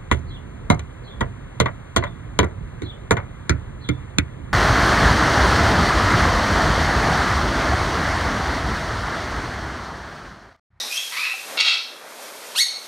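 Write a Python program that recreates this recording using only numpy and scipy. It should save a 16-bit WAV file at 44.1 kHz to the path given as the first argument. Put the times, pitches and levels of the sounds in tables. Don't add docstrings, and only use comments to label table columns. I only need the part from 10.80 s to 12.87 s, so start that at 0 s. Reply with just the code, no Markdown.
import sys
import numpy as np
from scipy import signal
from scipy.fft import rfft, irfft
from scipy.io import wavfile
from scipy.ndimage import uniform_filter1d

SR = 44100
rng = np.random.default_rng(int(sys.argv[2]) if len(sys.argv) > 2 else 0)


def int16_out(signal):
    q = np.round(np.clip(np.atleast_2d(signal).T, -1, 1) * 32767)
    wavfile.write(sys.argv[1], SR, q.astype(np.int16))


def volts(x):
    e = np.asarray(x, float) / 20
    return 10 ** e


N = 91419
LEAD_S = 0.3
LEAD = int(LEAD_S * SR)
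M = N + LEAD
TIME = np.arange(M) / SR - LEAD_S
BEAK_HZ, SMALL_BEAK_HZ = 4800, 3200
BEAK_FOLLOWS, SMALL_FOLLOWS = 0.92, 0.89


def rms_one(x):
    return x / np.sqrt(np.mean(x ** 2) + 1e-20)


def in_time(rows):
    s, *columns = np.transpose(rows)
    return [np.interp(TIME, s, c) for c in columns]


def at_hz(points, hz):
    point_hz, point_db = np.transpose(points)
    return np.interp(np.log(hz), np.log(point_hz), point_db)


def colour(x, points):
    hz = np.maximum(np.fft.rfftfreq(len(x), 1 / SR), 1)
    below = (points[0][0] / 4, points[0][1] - 40)
    above = (points[-1][0] * 2, points[-1][1] - 30)
    return irfft(rfft(x) * volts(at_hz([below, *points, above], hz)), len(x))


def bandpass(x, low, high):
    return signal.sosfilt(signal.butter(2, [low, high], "band", fs=SR, output="sos"), x)


def drift(rate):
    r = np.exp(-2 * np.pi * rate / SR)
    settle = SR // 2
    wander = signal.lfilter([1], [1, -2 * r, r * r], rng.standard_normal(M + settle))
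    return rms_one(wander[settle:])


def resonance(x, hz, width):
    r = np.exp(-np.pi * width / SR)
    peak = [1, -2 * r * np.cos(2 * np.pi * hz / SR), r * r]
    return signal.lfilter(np.array([1, 0, -1]) * (1 - r * r) / 2, peak, x)


def throat_rings(white, rings):
    total = 0
    for hz, width, db in rings:
        ring = resonance(resonance(white, hz, 4 * width), hz, width) / np.sqrt(width)
        total = total + volts(db + 2.5 * drift(22)) * ring
    return rms_one(total)


def call(rows, throat, jitter, shimmer_db, beat=0., rings=(), breath=None, beak=0., beak_hz=BEAK_HZ):
    hz, db, rough = in_time(rows)
    phase = 2 * np.pi * np.cumsum(hz * (1 + jitter * drift(155))) / SR
    ks = np.arange(1, 13)[:, None]
    gains = volts(at_hz(throat, ks * hz)) * (ks * hz < 0.36 * SR)
    tone = np.sum(gains * np.sin(ks * phase + ks ** 2), axis=0)
    tone = tone / np.sqrt(np.sum(gains ** 2, axis=0) / 2)
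    second_hz = 495 * (1 + 0.0334 * drift(26.5))
    tone = tone * (1 + beat * np.sin(2 * np.pi * np.cumsum(second_hz) / SR))

    white = rng.standard_normal(M) * (1 + 0.69 * np.sin(phase))
    air = rms_one(colour(white, throat if breath is None else breath))
    if len(rings):
        air = rms_one(air + volts(-5) * throat_rings(white, rings))
    voice = np.sqrt(1 - rough) * tone + np.sqrt(rough) * air

    low = signal.sosfiltfilt(signal.butter(2, beak_hz, fs=SR, output="sos"), voice)
    voice = low + (voice - low) * volts(beak * np.minimum(db - db.max() + 1.5, 0))
    sounding = (TIME > rows[0][0]) & (TIME < rows[-1][0])
    return sounding * volts(db + shimmer_db * drift(132)) * voice


def squawk():
    # t/s, f/Hz, level/dB, roughness (0-1)
    path = [(.767, 1385, -50, .8), (.774, 1390, -23, .8), (.795, 1390, -14, .9), (.81, 1390, -5, .92),
            (.822, 1390, -13, .9), (.87, 1385, -10, .9), (.92, 1365, -10, .9), (.95, 1330, -13, .9),
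            (.975, 1280, -55, .9)]
    # f/Hz, level/dB
    throat = [(700, -16.5), (1750, -8.5), (2400, 0), (4400, 2.5), (5100, -4.5), (5700, -7), (6900, -13),
              (7800, -16.5), (9300, -20), (10100, -36.5), (11300, -30), (12500, -47)]
    # f/Hz, width/Hz, level/dB
    hollows = [(1400, 100, -11), (2240, 150, -5), (2720, 220, 0), (3270, 180, 0), (3750, 200, -5),
               (4220, 220, -4), (4440, 150, -2), (5080, 300, -8), (6610, 200, -16), (9400, 250, -21),
               (11200, 200, -28)]
    return call(path, throat, 0.03005, 2.6, beat=0.7, rings=hollows, beak=BEAK_FOLLOWS)


def chirp():
    # t/s, f/Hz, level/dB, roughness (0-1)
    path = [(1.744, 819, -45, .1), (1.754, 1070, -19.5, 0.074), (1.763, 1419, -14.5, .12),
            (1.776, 1483, -13, .25), (1.786, 1780, -8.5, 0.21), (1.799, 1986, -8.5, 0.087),
            (1.809, 2216, -6, .03), (1.834, 2159, -9, 0.022), (1.845, 2200, -32, .04)]
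    # t/s, f/Hz, level/dB, roughness (0-1)
    afternote = [(1.84, 2196, -50, .05), (1.86, 2190, -23.5, .05), (1.93, 2182, -30.5, 0.056),
                 (1.965, 2186, -28.5, 0.04), (1.985, 2197, -30, 0.045), (1.995, 2160, -55, .05)]
    # f/Hz, level/dB
    throat = [(800, 5.5), (1500, -16.5), (2250, -6.5), (2900, 0.5), (3600, -0.5), (4400, 2), (5300, -6),
              (6500, -8.5), (7600, -9), (8700, -11), (12500, -32)]
    # f/Hz, level/dB
    chirp_breath = [(2500, -22), (4000, 5), (5800, -6), (9000, 4), (12000, -2), (13500, -8)]
    rise = call(path, throat, 0.009, 1.9, breath=chirp_breath, beak=SMALL_FOLLOWS, beak_hz=SMALL_BEAK_HZ)
    return rise + call(afternote, throat, 0.00599, 4.5)


def hoarse_call():
    # t/s, f/Hz, level/dB, roughness (0-1)
    path = [(.305, 951.3, -48, 0.57), (.325, 978.3, -29, 0.93), (.37, 1054, -24.5, 0.76),
            (.395, 1188, -23.5, 0.39), (.415, 1244, -23.5, 0.12), (.46, 1287, -21.5, 0.68),
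            (.505, 1330, -28.5, 0.25), (.535, 1367, -26.5, 0.11), (.55, 1430, -62, 0.24)]
    # f/Hz, level/dB
    throat = [(800, -14), (1050, -9), (1300, -22), (2000, -7), (2700, 0), (3300, -16), (4200, -13),
              (6000, -28)]
    # f/Hz, level/dB
    hoarse_breath = [(700, -30), (1000, -4.5), (1800, -1), (2400, 5), (3200, -4.5), (4300, 1), (5800, -13),
                     (9000, -29)]
    return call(path, throat, 0.03025, 2.85, breath=hoarse_breath, beak=SMALL_FOLLOWS, beak_hz=SMALL_BEAK_HZ)


def earlier_call():
    # t/s, f/Hz, level/dB, roughness (0-1)
    path = [(-.2, 1818, -54, .5), (-.17, 1884, -20.5, 0.4), (-.04, 1913, -28, 0.7), (0.0, 1886, -54, 0.2),
            (.02, 1880, -70, .5)]
    # f/Hz, level/dB
    throat = [(710, -45), (1200, -39), (2060, -2), (2910, -23), (3650, 6.5), (4580, -2), (5850, -4),
              (9000, -15), (11700, -25), (19800, -120)]
    return call(path, throat, 0.0365, 6.1)


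def whistle():
    # t/s, f/Hz, level/dB, roughness (0-1)
    path = [(.095, 2405, -46, 0.25), (.105, 2467, -39, 0.22), (.126, 2465, -27, 0.12),
            (.134, 2900, -31, 0.13), (.153, 2978, -29, 0.061), (.163, 2620, -28, 0.12),
            (.182, 2726, -30, 0.22), (.195, 2480, -67, 0.18)]
    # f/Hz, level/dB
    throat = [(1500, -34), (2500, 0), (2950, -5.5), (5000, -5.5), (5800, -2.5), (7200, -16), (8700, -10.5),
              (11600, -16)]
    return call(path, throat, 0.01237, 4.2)


def answer():
    # t/s, f/Hz, level/dB, roughness (0-1)
    path = [(.11, 3120, -42.5, 0.18), (.125, 3160, -38, 0.12), (.165, 3137, -29.5, 0.1),
            (.19, 3250, -30.5, 0.12), (.22, 3350, -30.5, .21), (.245, 3250, -35.5, 0.25),
            (.29, 3200, -45, 0.22)]
    # f/Hz, level/dB
    throat = [(2000, -11), (3200, -2.5), (6400, -11.5), (9500, -40)]
    return call(path, throat, 0.021, 4.2)


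def birds():
    voices = squawk() + chirp() + hoarse_call() + earlier_call() + whistle() + answer()
    return signal.sosfilt(signal.butter(4, 450, "high", fs=SR, output="sos"), voices)


def wings():
    # t/s, level/dB
    effort = [(0, -55), (.07, -54.5), (.13, -64), (.55, -62), (.63, -57.5), (.7, -50.5), (.77, -49),
              (.86, -54.5), (.95, -52), (1.15, -49), (1.42, -49), (1.74, -52), (1.83, -56.5), (2.0, -50.5)]
    # f/Hz, level/dB
    air_colour = [(35, -70), (60, -51), (237, -9.5), (329, -10), (463, -2), (1340, -6), (2070, -11),
                  (2500, -13), (3250, -83), (5500, -120)]
    db, = in_time(effort)
    white = colour(rng.standard_normal(M), air_colour)
    edges = 100 * 2 ** np.arange(0, 5.1, 0.5)
    air = 0
    for k, (low, high) in enumerate(zip(edges, edges[1:])):
        air = air + (-1) ** k * volts(1.3 * drift(9.6)) * bandpass(white, low, high)
    grains = (rng.random(M) < 3000 / SR) * rng.standard_normal(M)
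    feathers = rms_one(resonance(grains, 3000, 3600)) * volts(-42 + drift(4))
    return volts(db + 15) * (rms_one(air) + feathers)


def knocks():
    # t/s, f/Hz, level/dB
    taps = [
        (.535, 785, -20.5),
        (.655, 436, -30.5),
        (.74, 287, -29.5),
        (1.41, 543, -23.5),
        (1.49, 558, -25),
    ]
    t60_s, onset_s = 0.052, 0.0049
    total = 0
    for s, hz, db in taps:
        age = np.maximum(TIME - s, 0)
        swell = 1 - np.exp(-age / onset_s)
        total = total + volts(db - 60 * age / t60_s) * swell * np.sin(2 * np.pi * hz * age)
    return total


def echoes(x):
    # delay t/s, level/dB
    bounces = [
        (.0031, -15.5),
        (.0058, -16.5),
        (.0094, -10.5),
        (.0137, -16.5),
        (.019, -26),
        (.026, -17.5),
    ]
    return sum(volts(db) * (-1) ** k * np.roll(x, int(s * SR)) for k, (s, db) in enumerate(bounces))


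def room(x):
    # f/Hz, time to fall 60 dB t/s
    decay = [(500, 0.67), (1500, 0.48), (3000, 0.51), (6000, 0.53), (9000, 0.32), (12000, 0.39)]
    gap_s = 0.006
    t = np.arange(SR) / SR
    edges = 200 * 2 ** np.arange(0, 6.6, 0.5)
    white, tail = rng.standard_normal(SR), 0
    for low, high in zip(edges, edges[1:]):
        fade = volts(-60 * t / at_hz(decay, np.sqrt(low * high)))
        tail = tail + bandpass(white, low, high) * fade
    tail = tail * (1 - np.exp(-t / gap_s))
    return volts(-1) * signal.fftconvolve(x, tail / np.sqrt(np.sum(tail ** 2)))[:M]


def hiss():
    # f/Hz, level/dB
    hiss_colour = [(290, -65), (500, -8.5), (963, -8.5), (2160, -3.5), (2480, -1), (2860, 0.5),
                   (5350, -1.5), (8840, -3), (14000, -7)]
    # t/s, level/dB
    hiss_course = [(0, 1), (.2, 3.5), (.4, 1.5), (.65, 0), (.85, -1), (1.1, -3), (1.35, -2), (1.45, 1.5),
                   (1.6, -0.5), (1.72, -0.5), (1.9, -3.5), (2.07, 2.5)]
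    hiss_course_db, = in_time(hiss_course)
    return volts(-34 + hiss_course_db + 0.7 * drift(5)) * rms_one(colour(rng.standard_normal(M), hiss_colour))


def rumble():
    # f/Hz, level/dB
    rumble_colour = [(12, -58), (20, -20), (65, -20), (123, -14.5), (250, -8), (320, -22), (550, -120)]
    return volts(-67) * rms_one(colour(rng.standard_normal(M), rumble_colour))


def treble_patches(mono):
    side = 0
    for hz in np.geomspace(2500, 14000, num=9):
        patch = resonance(resonance(mono, hz, hz / 5), hz, hz / 5)
        side = side + volts(-39 + 10.5 * np.minimum(drift(5.7)[LEAD:], 2)) * patch
    return side


def scene():
    near = birds() + knocks()
    near = near + echoes(near)
    mono = (near + room(near) + wings() + hiss() + rumble())[LEAD:]
    side = treble_patches(mono)
    return np.array([mono + side, mono - side])


def microphone(x):
    # f/Hz, width/Hz, depth (0-1)
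    dips = [
        (2900, 100, 0.87),
        (7610, 1100, 0.32),
        (10070, 720, 0.34),
    ]
    for hz, width, depth in dips:
        x = x - depth * resonance(x, hz, width)
    return signal.sosfilt(signal.cheby2(12, 70, 15000, fs=SR, output="sos"), x)


def gain_control(x):
    duck_from_db, duck_share = -28, 0.49
    recover_db_per_s, grab_s = 8.5, 0.019
    loudness = 10 * np.log10(uniform_filter1d(x[0] ** 2, size=882) + 1e-12)
    ramp = recover_db_per_s * np.arange(N) / SR
    cut = np.maximum.accumulate(duck_share * np.maximum(loudness - duck_from_db, 0) + ramp) - ramp
    r = np.exp(-1 / (grab_s * SR))
    cut = signal.lfilter([1 - r], [1, -r], cut, zi=[r * cut[0]])[0]
    return x * volts(-cut)


def roll_off(x):
    return signal.sosfilt(signal.butter(12, 15010, fs=SR, output="sos"), x)


def record(dry):
    mix = gain_control(microphone(dry))
    return roll_off(mix)


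dry = scene()
out = record(dry)
int16_out(out)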